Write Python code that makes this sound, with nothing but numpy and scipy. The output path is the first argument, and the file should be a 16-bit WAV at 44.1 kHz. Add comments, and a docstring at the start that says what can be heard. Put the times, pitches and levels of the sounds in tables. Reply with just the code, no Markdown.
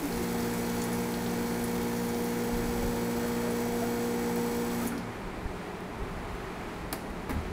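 """A small hard room, where a benchtop filling machine pumps liquid into a plastic bottle for five seconds.
The motor hums and buzzes at harmonics of its shaft rate, with a hiss and a thin electronic whine.
Drops patter, and the bottle's air resonance climbs as the air volume shrinks. The pump stops; the full
bottle is tapped against the steel case and set down on it, exciting the modes of case and bench.
Beneath it all lie the drone of the room and the rumble of a hand-held microphone."""
import sys
import numpy as np
from scipy import signal
from scipy.fft import rfft, irfft
from scipy.io import wavfile

SR = 44100
rng = np.random.default_rng(int(sys.argv[2]) if len(sys.argv) > 2 else 0)


def int16_out(signal):
    """Quantize to a 16-bit WAV file."""
    q = np.round(np.clip(np.atleast_2d(signal).T, -1, 1) * 32767)
    wavfile.write(sys.argv[1], SR, q.astype(np.int16))


N = 331632
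TIME = np.arange(N) / SR
STOP_S, FLOW_END_S = 4.87, 4.92  # the drive cuts out, then the stream dries up

# The motor's run. Each row: time in seconds, shaft turns per second, running level in dB.
MOTOR_RUN = [(0, 50, -16), (.07, 57, -12), (.13, 59.25, -1), (.45, 59.15, 0), (1.3, 59.2, 0),
             (2.8, 59.27, 0), (4.68, 59.3, 0), (4.83, 59.1, -1), (4.9, 58.9, -7), (5.05, 58.8, -13),
             (5.25, 58, -45), (5.3, 58, -100)]
# Low shaft harmonics. Each row: multiple of the shaft rate, level in dB, growth in dB per second.
HUM_ORDERS = [(1, -55, 0), (2, -46.5, -0.34), (3, -39.5, -0.88), (5, -49.5, 0), (6, -46, 0.3)]
# The motor's stepping tones. Each row: multiple of the shaft rate, start in seconds, start of the fade
# in seconds, level in dB, growth in dB per second, fade in dB per second, sway in dB.
STEP_TONES = [(4, 0.07, 4.85, -36, 0.23, 53, 0.4), (8, 0.073, 4.63, -40.5, 1.11, 53, 0.8)]
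# Shaft harmonics that the sheet metal radiates well. Each row: frequency in Hz, level in dB.
PANEL_TONES = [(651.4, -58.5), (710.6, -53), (769.8, -55.5), (829.0, -51), (888.2, -53), (947.5, -52.5),
               (1303, -64), (1421, -57.5), (1480, -60.5), (1599, -57), (1776, -59), (1836, -60.5),
               (2013, -64), (2250, -58), (3203, -66.5), (3316, -64), (3381, -67), (4210, -65.5),
               (4328, -64.5), (4447, -72), (4506, -67.5), (5098, -66.5), (5868, -66), (5927, -68),
               (5986, -64.5), (6815, -63)]
# Envelope of the weaker shaft harmonics. Each row: frequency in Hz, relative level in dB.
COMB_SPECTRUM = [(550, -14), (1100, -4), (1500, 7), (2200, -10), (2700, -7), (3300, -10.5), (4400, -1.5),
                 (5200, -5), (5900, -4), (7200, -9), (8200, -18)]
# Hiss of the drive. Each row: frequency in Hz, relative spectral density in dB.
HISS_SPECTRUM = [(2000, 1.5), (3300, 1), (4400, 2.5), (5000, 1.5), (5900, 3.5), (8400, 1.5), (10800, 4),
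                 (12000, 0.5), (13400, 5.5), (14200, 0), (14950, 8.5), (15600, -5.5)]
# Churn of the pump head and tube. Each row: frequency in Hz, relative spectral density in dB.
CHURN_SPECTRUM = [(100, -7), (220, -4.5), (400, -2.5), (600, -7.5), (900, -6.5), (1150, -14), (2200, -12.5),
                  (2800, -25.5), (5000, -35)]
# Whine of the electronics. Each row: time in seconds, rms level in dB.
WHINE_LEVEL = [(0, -65), (.45, -57), (1.8, -61.5), (2.05, -69), (2.33, -66), (2.45, -58.5), (4.8, -56)]
# Case shudders. Each row: centre time in seconds, peak level in dB, frequency in Hz, length in seconds.
CASE_SHUDDERS = [(.055, -29.5, 284.5, .11), (4.859, -33.5, 260.5, .09), (4.956, -36, 281, 0.14),
                 (4.99, -39, 177.4, .28), (5.061, -40.5, 113, .3)]
# How strongly the stream stirs the bottle's air. Each row: time in seconds, level in dB.
GURGLE_LEVEL = [(0, -42), (.6, -55), (2.0, -58), (2.9, -46.5), (3.6, -45), (4.0, -49.5), (4.33, -45),
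                (4.6, -52), (4.85, -51)]
# The larger drops. Each row: start in seconds, level in dB, centre frequency in Hz.
LARGE_DROPS = [(.197, -37, 10500), (.405, -37, 5400), (.425, -41, 4630), (.538, -35, 9400),
               (0.819, -35, 5960), (.84, -34, 10000), (.93, -33, 10500), (1.14, -39, 3780),
               (1.262, -39.5, 3700), (1.641, -30, 10300), (2.091, -38, 6030), (2.145, -38, 4800),
               (2.243, -35, 10900), (3.51, -36, 10200), (4.359, -34, 12530), (4.825, -39.5, 10800),
               (4.874, -28, 11200), (4.88, -34, 8360), (4.92, -37, 1440), (4.978, -41.5, 4740),
               (4.981, -42, 10500)]
# The bottle is handled, then meets steel. Each row: start in seconds, then gains in dB of the plastic
# snap, the body, the case ring and the bench thud.
BOTTLE_KNOCKS = [(5.805, -29, -60, -70, -70), (6.352, -35, -60, -70, -65), (6.9275, -3.5, -2.5, -13, -49),
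                 (7.103, -32, -42, -44, -40), (7.2948, -19, -7, -6.5, -37), (7.3008, -21, -15, -17, -45),
                 (7.307, -18, -6, -13, -50), (7.327, -25, -19, -23, -28), (7.341, -30, -22, -22, -50),
                 (7.3657, -50, -26, -28, -23), (7.467, -41, -41, -45, -35)]
# Bright snap of the plastic. Each row: frequency in Hz, relative level in dB.
SNAP_SPECTRUM = [(800, -5), (2800, -9), (3500, -7), (4300, 2), (5000, -0.5), (5700, -4), (6500, -4),
                 (8500, -4), (11500, 1), (13000, -2), (14800, 1.5), (16000, 1)]
# Dull body of a knock. Each row: frequency in Hz, relative level in dB.
BODY_SPECTRUM = [(80, -24), (250, 10.5), (450, -2), (650, 4), (850, 0), (1700, -5.5), (2300, -8),
                 (3200, -19.5), (8000, -28)]
# Modes of the steel case. Each row: frequency in Hz, level in dB, 60 dB decay time in seconds.
CASE_MODES = [(266, -23, 0.19), (432, -31, 0.16), (844, -38, 0.31), (1222, -31, 0.11), (1660, -35, 0.11),
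              (2200, -41, .15)]
# Modes of the bench. Each row: frequency in Hz, level in dB, 60 dB decay time in seconds.
BENCH_MODES = [(80, -4, 0.29), (135, -7, 0.065), (201, -6, 0.13)]
# Reverberation of the room. Each row: frequency in Hz, 60 dB decay time in seconds.
REVERB_TIMES = [(200, 0.69), (1000, 0.36), (4000, 0.52), (9000, 0.58), (15000, 0.2)]
# Shifts of the grip on the microphone. Each row: start in seconds, length in seconds, relative level in dB.
GRIP_SHIFTS = [(0, .14, -40), (2.51, 0.33, -33), (5.24, .26, -43), (5.94, .5, -39), (6.58, 0.6, -41),
               (7.32, .2, -38)]
# Soft bumps on the microphone. Each row: start in seconds, peak level in dB.
HAND_BUMPS = [(2.53, -27), (2.825, -28), (5.456, -24), (6.022, -26)]
# Rumble of the hand. Each row: frequency in Hz, relative spectral density in dB.
RUMBLE_SPECTRUM = [(10, -21), (30, 5), (60, 1), (90, -5.5), (130, -5), (250, -26), (600, -70)]
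# Low drone of the room. Each row: frequency in Hz, relative spectral density in dB.
DRONE_SPECTRUM = [(50, -16), (85, -5), (141, -7.5), (157, -7.5), (178, 3.5), (200, -3), (233, -2.5),
                  (295, -5), (415, -0.5), (482, -9.5), (860, -8), (1100, -12.5), (1430, -39), (2420, -120)]
# Soft hiss of the room. Each row: frequency in Hz, relative spectral density in dB.
AIR_SPECTRUM = [(650, -30), (1100, 2.5), (1240, 7), (1600, 3.5), (1920, 3.5), (2420, 1), (2750, -4),
                (3500, -7.5), (4400, -9.5), (5600, -14), (8000, -16), (12000, -20), (15700, -26)]


def shaft_harmonic(angle, order, dispersion_rad=1.3):
    """Dispersion: the mounting gives each multiple of the shaft rate its own phase; rms 1."""
    return np.sqrt(2) * np.sin(order * angle + dispersion_rad * order ** 2)


def motor_hum(angle, sway_db=0.56, sway_hz=5.4):
    """Forced vibration at low harmonics of the shaft rate, swaying with the load."""
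    tones = sum(amp(db + growth * TIME + sway_db * drift(sway_hz)) * shaft_harmonic(angle, order)
                for order, db, growth in HUM_ORDERS)
    return amp(curve(MOTOR_RUN, column=2)) * tones


def motor_steps(angle, attack_s=0.044, settle_s=1.4, sway_hz=5.4):
    """Periodic stepping forces give two tones, whose sway lessens as the flow steadies."""
    unsteadiness = 0.5 + np.exp(-TIME / settle_s)
    out = np.zeros(N)
    for order, start, end, db, growth, fade, sway_db in STEP_TONES:
        level_db = db + growth * TIME - fade * since(end) + sway_db * unsteadiness * drift(sway_hz)
        out += ramp(start, attack_s) * amp(level_db) * shaft_harmonic(angle, order)
    return out


def panel_buzz(angle, tones_db=-1, comb_db=-54, scatter_db=3, flutter=0.17):
    """Radiation from sheet metal: some high shaft harmonics stand out of a fine, uneven comb."""
    shaft_hz = np.median(curve(MOTOR_RUN))
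    strong = [round(hz / shaft_hz) for hz, _ in PANEL_TONES]
    tones = np.zeros(N)
    for order, (_, db) in zip(strong, PANEL_TONES):
        gain = np.sqrt(2) * amp(db + tones_db) * (1 + flutter * drift(3.4))
        tones += gain * np.sin(order * angle + 2 * np.pi * rng.random())
    # the comb is the waveform of one shaft turn, repeated
    orders = np.arange(9, 138)
    strengths = np.zeros(2049)
    uneven_db = scatter_db * rng.standard_normal(len(orders))
    strengths[orders] = amp(at_hz(COMB_SPECTRUM, orders * shaft_hz) + uneven_db)
    strengths[strong] = 0
    one_turn = unit(irfft(strengths * np.exp(2j * np.pi * rng.random(len(strengths)))))
    comb = np.interp(angle / (2 * np.pi) % 1, np.linspace(0, 1, len(one_turn)), one_turn)
    return amp(curve(MOTOR_RUN, column=2)) * (tones + amp(comb_db) * comb)


def pump_effort(ease_db_per_s=0.31, surge_db=4, surge_s=0.08, cut_db=9, run_down_db_per_s=130):
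    """Gain under load: the pump eases slowly, labours just before it stops, then runs down."""
    surge = surge_db * np.exp(np.minimum(TIME - STOP_S, 0) / surge_s)
    stopping = cut_db * ramp(STOP_S, 0.028) + run_down_db_per_s * since(STOP_S)
    return amp(surge - stopping - ease_db_per_s * TIME)


def pump_noise(angle, hiss_db=-45.5, churn_db=-43.5, throb=0.2, flicker_db=1.0):
    """Amplitude modulation: the drive's hiss throbs once a turn, over the churn of the pump head."""
    hiss = amp(hiss_db + flicker_db * drift(45)) * noise(HISS_SPECTRUM) * (1 + throb * np.cos(angle))
    churn = amp(churn_db) * noise(CHURN_SPECTRUM)
    return pump_effort() * (hiss + churn)


def electronic_whine(hz=7784, wander_rad=0.75, fade_s=0.056):
    """Phase modulation slightly blurs the thin tone of the motor's electronics."""
    powered = np.clip((STOP_S - TIME) / fade_s, 0, 1)
    phase = 2 * np.pi * hz * TIME + wander_rad * drift(8.8)
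    return powered * np.sqrt(2) * amp(curve(WHINE_LEVEL)) * np.sin(phase)


def case_shudders():
    """Resonance: modes of the case swell briefly as the motor starts and stops."""
    out = np.zeros(N)
    for centre, db, hz, length in CASE_SHUDDERS:
        t = np.arange(0, length, 1 / SR)
        add(out, centre - length / 2, amp(db) * np.hanning(len(t)) * np.sin(2 * np.pi * hz * t))
    return out


def flow(fade_db_per_s=190):
    """Gain of the stream: steady, then an exponential decay just after the pump stops."""
    return amp(-fade_db_per_s * since(FLOW_END_S))


def bottle_air(empty_hz=364, brim_s=5.26, width_hz=85, gurgle_db=3):
    """Helmholtz resonance: the stream stirs the bottle's air; pitch goes as one over root volume."""
    air_left = 1 - np.minimum(TIME, FLOW_END_S) / brim_s
    carrier = np.exp(2j * np.pi * np.cumsum(empty_hz / np.sqrt(air_left)) / SR)
    pole = np.exp(-np.pi * width_hz / SR)
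    stirring = rng.standard_normal(N) * amp(gurgle_db * drift(14))
    # shift down, low-pass, shift back: a resonator that follows the note
    note = (carrier * signal.lfilter([1], np.poly([pole, pole]), stirring / carrier)).real
    return flow() * amp(curve(GURGLE_LEVEL)) * unit(note)


def splash(hz, decay_cycles=17):
    """A drop's impact: a band of noise around hz, decaying exponentially."""
    t = np.arange(SR // 50) / SR
    band = [(hz / 2, -20), (hz, 0), (hz * 2, -20), (hz * 4, -45)]
    return np.exp(-t * hz / decay_cycles) * colour(rng.standard_normal(len(t)), band)


def stream_patter(drops_per_s=220, spread_db=3, pitches=24, spatter_db=-60.5, bare_db=7.5, bare_s=1.7):
    """Shot noise: fine droplets strike plastic and liquid at random, among some larger drops."""
    sizes = amp(spread_db * np.minimum(rng.exponential(1, N), 4))
    impacts = sizes * (rng.random(N) < drops_per_s / SR)
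    pitch_index = rng.integers(0, pitches, N)
    spatter = sum(signal.oaconvolve(impacts * (pitch_index == k), splash(hz))[:N]
                  for k, hz in enumerate(np.geomspace(3600, 14500, pitches)))
    boost_db = bare_db * np.exp(-(TIME / bare_s) ** 2)  # louder until liquid covers the bottom
    out = flow() * amp(spatter_db + boost_db) * unit(spatter)
    for start, db, hz in LARGE_DROPS:
        add(out, start, amp(db) * splash(hz))
    return reverberate(out, wet_db=-3)


def bottle_knocks():
    """Impact excitation: the plastic snaps, the case rings, the bottle's weight thuds into the bench."""
    t, out = np.arange(SR // 2) / SR, np.zeros(N)
    for start, snap_db, body_db, case_db, thud_db in BOTTLE_KNOCKS:
        snap = amp(snap_db) * contact(SNAP_SPECTRUM, decay_s=0.0033, wet_db=-4.5)
        body = amp(body_db) * contact(BODY_SPECTRUM, decay_s=0.016, wet_db=6)
        case = amp(case_db) * ring(CASE_MODES, t)
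        thud = amp(thud_db) * ring(BENCH_MODES, t)
        add(out, start, snap + body + case + thud)
    return out


def contact(spectrum, decay_s, wet_db):
    """A brief contact is broadband: a crack and its echoes, filtered together; energy 1."""
    t = np.arange(SR // 2) / SR
    crack = rng.standard_normal(len(t)) * np.exp(-t / decay_s)
    echoing = crack / np.linalg.norm(crack) + amp(wet_db) * reflections()
    sound = colour(np.pad(echoing, (0, len(t))), spectrum)[:len(t)]
    return sound / np.linalg.norm(sound)


def ring(modes, t):
    """Free vibration: a sum of damped modes."""
    return sum(amp(db - 60 * t / t60) * np.sin(2 * np.pi * hz * t) for hz, db, t60 in modes)


def reflections(early_gain=2, early_s=0.0098):
    """Impulse response: echoes from bench and wall, then a tail whose top treble dies first; energy 1."""
    hz, t, bands = signal.stft(rng.standard_normal(SR // 2), SR, nperseg=256)
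    decay = amp(-60 * t / at_hz(REVERB_TIMES, hz)[:, None]) + early_gain * np.exp(-t / early_s)
    tail = signal.istft(bands * decay, SR, nperseg=256)[1][:SR // 2]
    tail[:SR // 500] = 0  # the first echo takes 2 ms
    return tail / np.linalg.norm(tail)


def reverberate(x, wet_db):
    """Convolution adds the room's reflections to the direct sound."""
    return x + amp(wet_db) * signal.fftconvolve(x, reflections())[:N]


def handling(rumble_db=-52, lumps_db=2, rise_s=0.025, fall_s=0.094, bump_hz=55.6, bump_decay_s=0.0062):
    """Structure-borne sound of the hand: a lumpy rumble that swells as the grip shifts, and soft bumps."""
    gain = amp(rumble_db)
    for start, length, db in GRIP_SHIFTS:
        gain = gain + amp(db) / 2 * ramp(start, rise_s) * np.exp(-since(start + length) / fall_s)
    out = gain * unit(amp(lumps_db * drift(7.6)) * noise(RUMBLE_SPECTRUM))
    t = np.arange(SR // 10) / SR
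    bump = np.sin(2 * np.pi * bump_hz * t) * np.exp(-t / bump_decay_s)
    for start, db in HAND_BUMPS:
        add(out, start, amp(db) * bump / bump.max())
    return out


def room_tone(drone_db=-39.5, air_db=-47.0, swell_db=0.7):
    """Ambient noise: a low drone and a soft, gently swelling hiss."""
    drone = amp(drone_db) * noise(DRONE_SPECTRUM)
    return drone + amp(air_db + swell_db * drift(2.5)) * noise(AIR_SPECTRUM)


def amp(db):
    """Decibels to amplitude ratio."""
    return 10 ** (np.asarray(db) / 20)


def unit(x):
    """Normalisation to rms 1."""
    return x / np.sqrt(np.mean(x ** 2) + 1e-20)


def since(start):
    """Seconds elapsed since start, zero before it."""
    return np.maximum(TIME - start, 0)


def ramp(start, rise_s):
    """Linear rise from 0 to 1."""
    return np.minimum(since(start) / rise_s, 1)


def curve(rows, column=1):
    """Linear interpolation of a time table at every sample."""
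    rows = np.array(rows)
    return np.interp(TIME, rows[:, 0], rows[:, column])


def at_hz(rows, hz):
    """Interpolation on a log-frequency axis."""
    frequencies, values = np.transpose(rows)
    return np.interp(np.log(hz + 1), np.log(frequencies + 1), values)


def colour(x, spectrum):
    """Filtering by multiplication of spectra; rms 1."""
    gain = amp(at_hz(spectrum, np.fft.rfftfreq(len(x), 1 / SR)))
    return unit(irfft(rfft(x) * gain, len(x)))


def noise(spectrum):
    """Stationary noise of a given spectrum; rms 1."""
    return colour(rng.standard_normal(N), spectrum)


def drift(rate_hz):
    """Slow fluctuation: noise low-passed at rate_hz; rms 1."""
    rolloff = 1 + (np.fft.rfftfreq(N, 1 / SR) / rate_hz) ** 4
    return unit(irfft(rfft(rng.standard_normal(N)) / rolloff, N))


def add(mix, start, sound):
    """Superposes a sound on the mix at start, in seconds."""
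    part = mix[max(round(start * SR), 0):][:len(sound)]
    part += sound[:len(part)]


def scene():
    """Superposition of machine, bottle and room at one hand-held microphone."""
    angle = 2 * np.pi * np.cumsum(curve(MOTOR_RUN)) / SR  # shaft angle in radians
    motor = motor_hum(angle) + motor_steps(angle) + panel_buzz(angle)
    machine = motor + pump_noise(angle) + electronic_whine() + case_shudders()
    bottle = bottle_air() + stream_patter() + bottle_knocks()
    return (machine + bottle + handling() + room_tone())[None]


def record(dry):
    """Band limiting: a steep low-pass filter removes the highest treble."""
    low_pass = signal.firwin(1023, cutoff=15740, window=("kaiser", 9), fs=SR)
    return signal.oaconvolve(dry, low_pass[None], "same")


dry = scene()
out = record(dry)
int16_out(out)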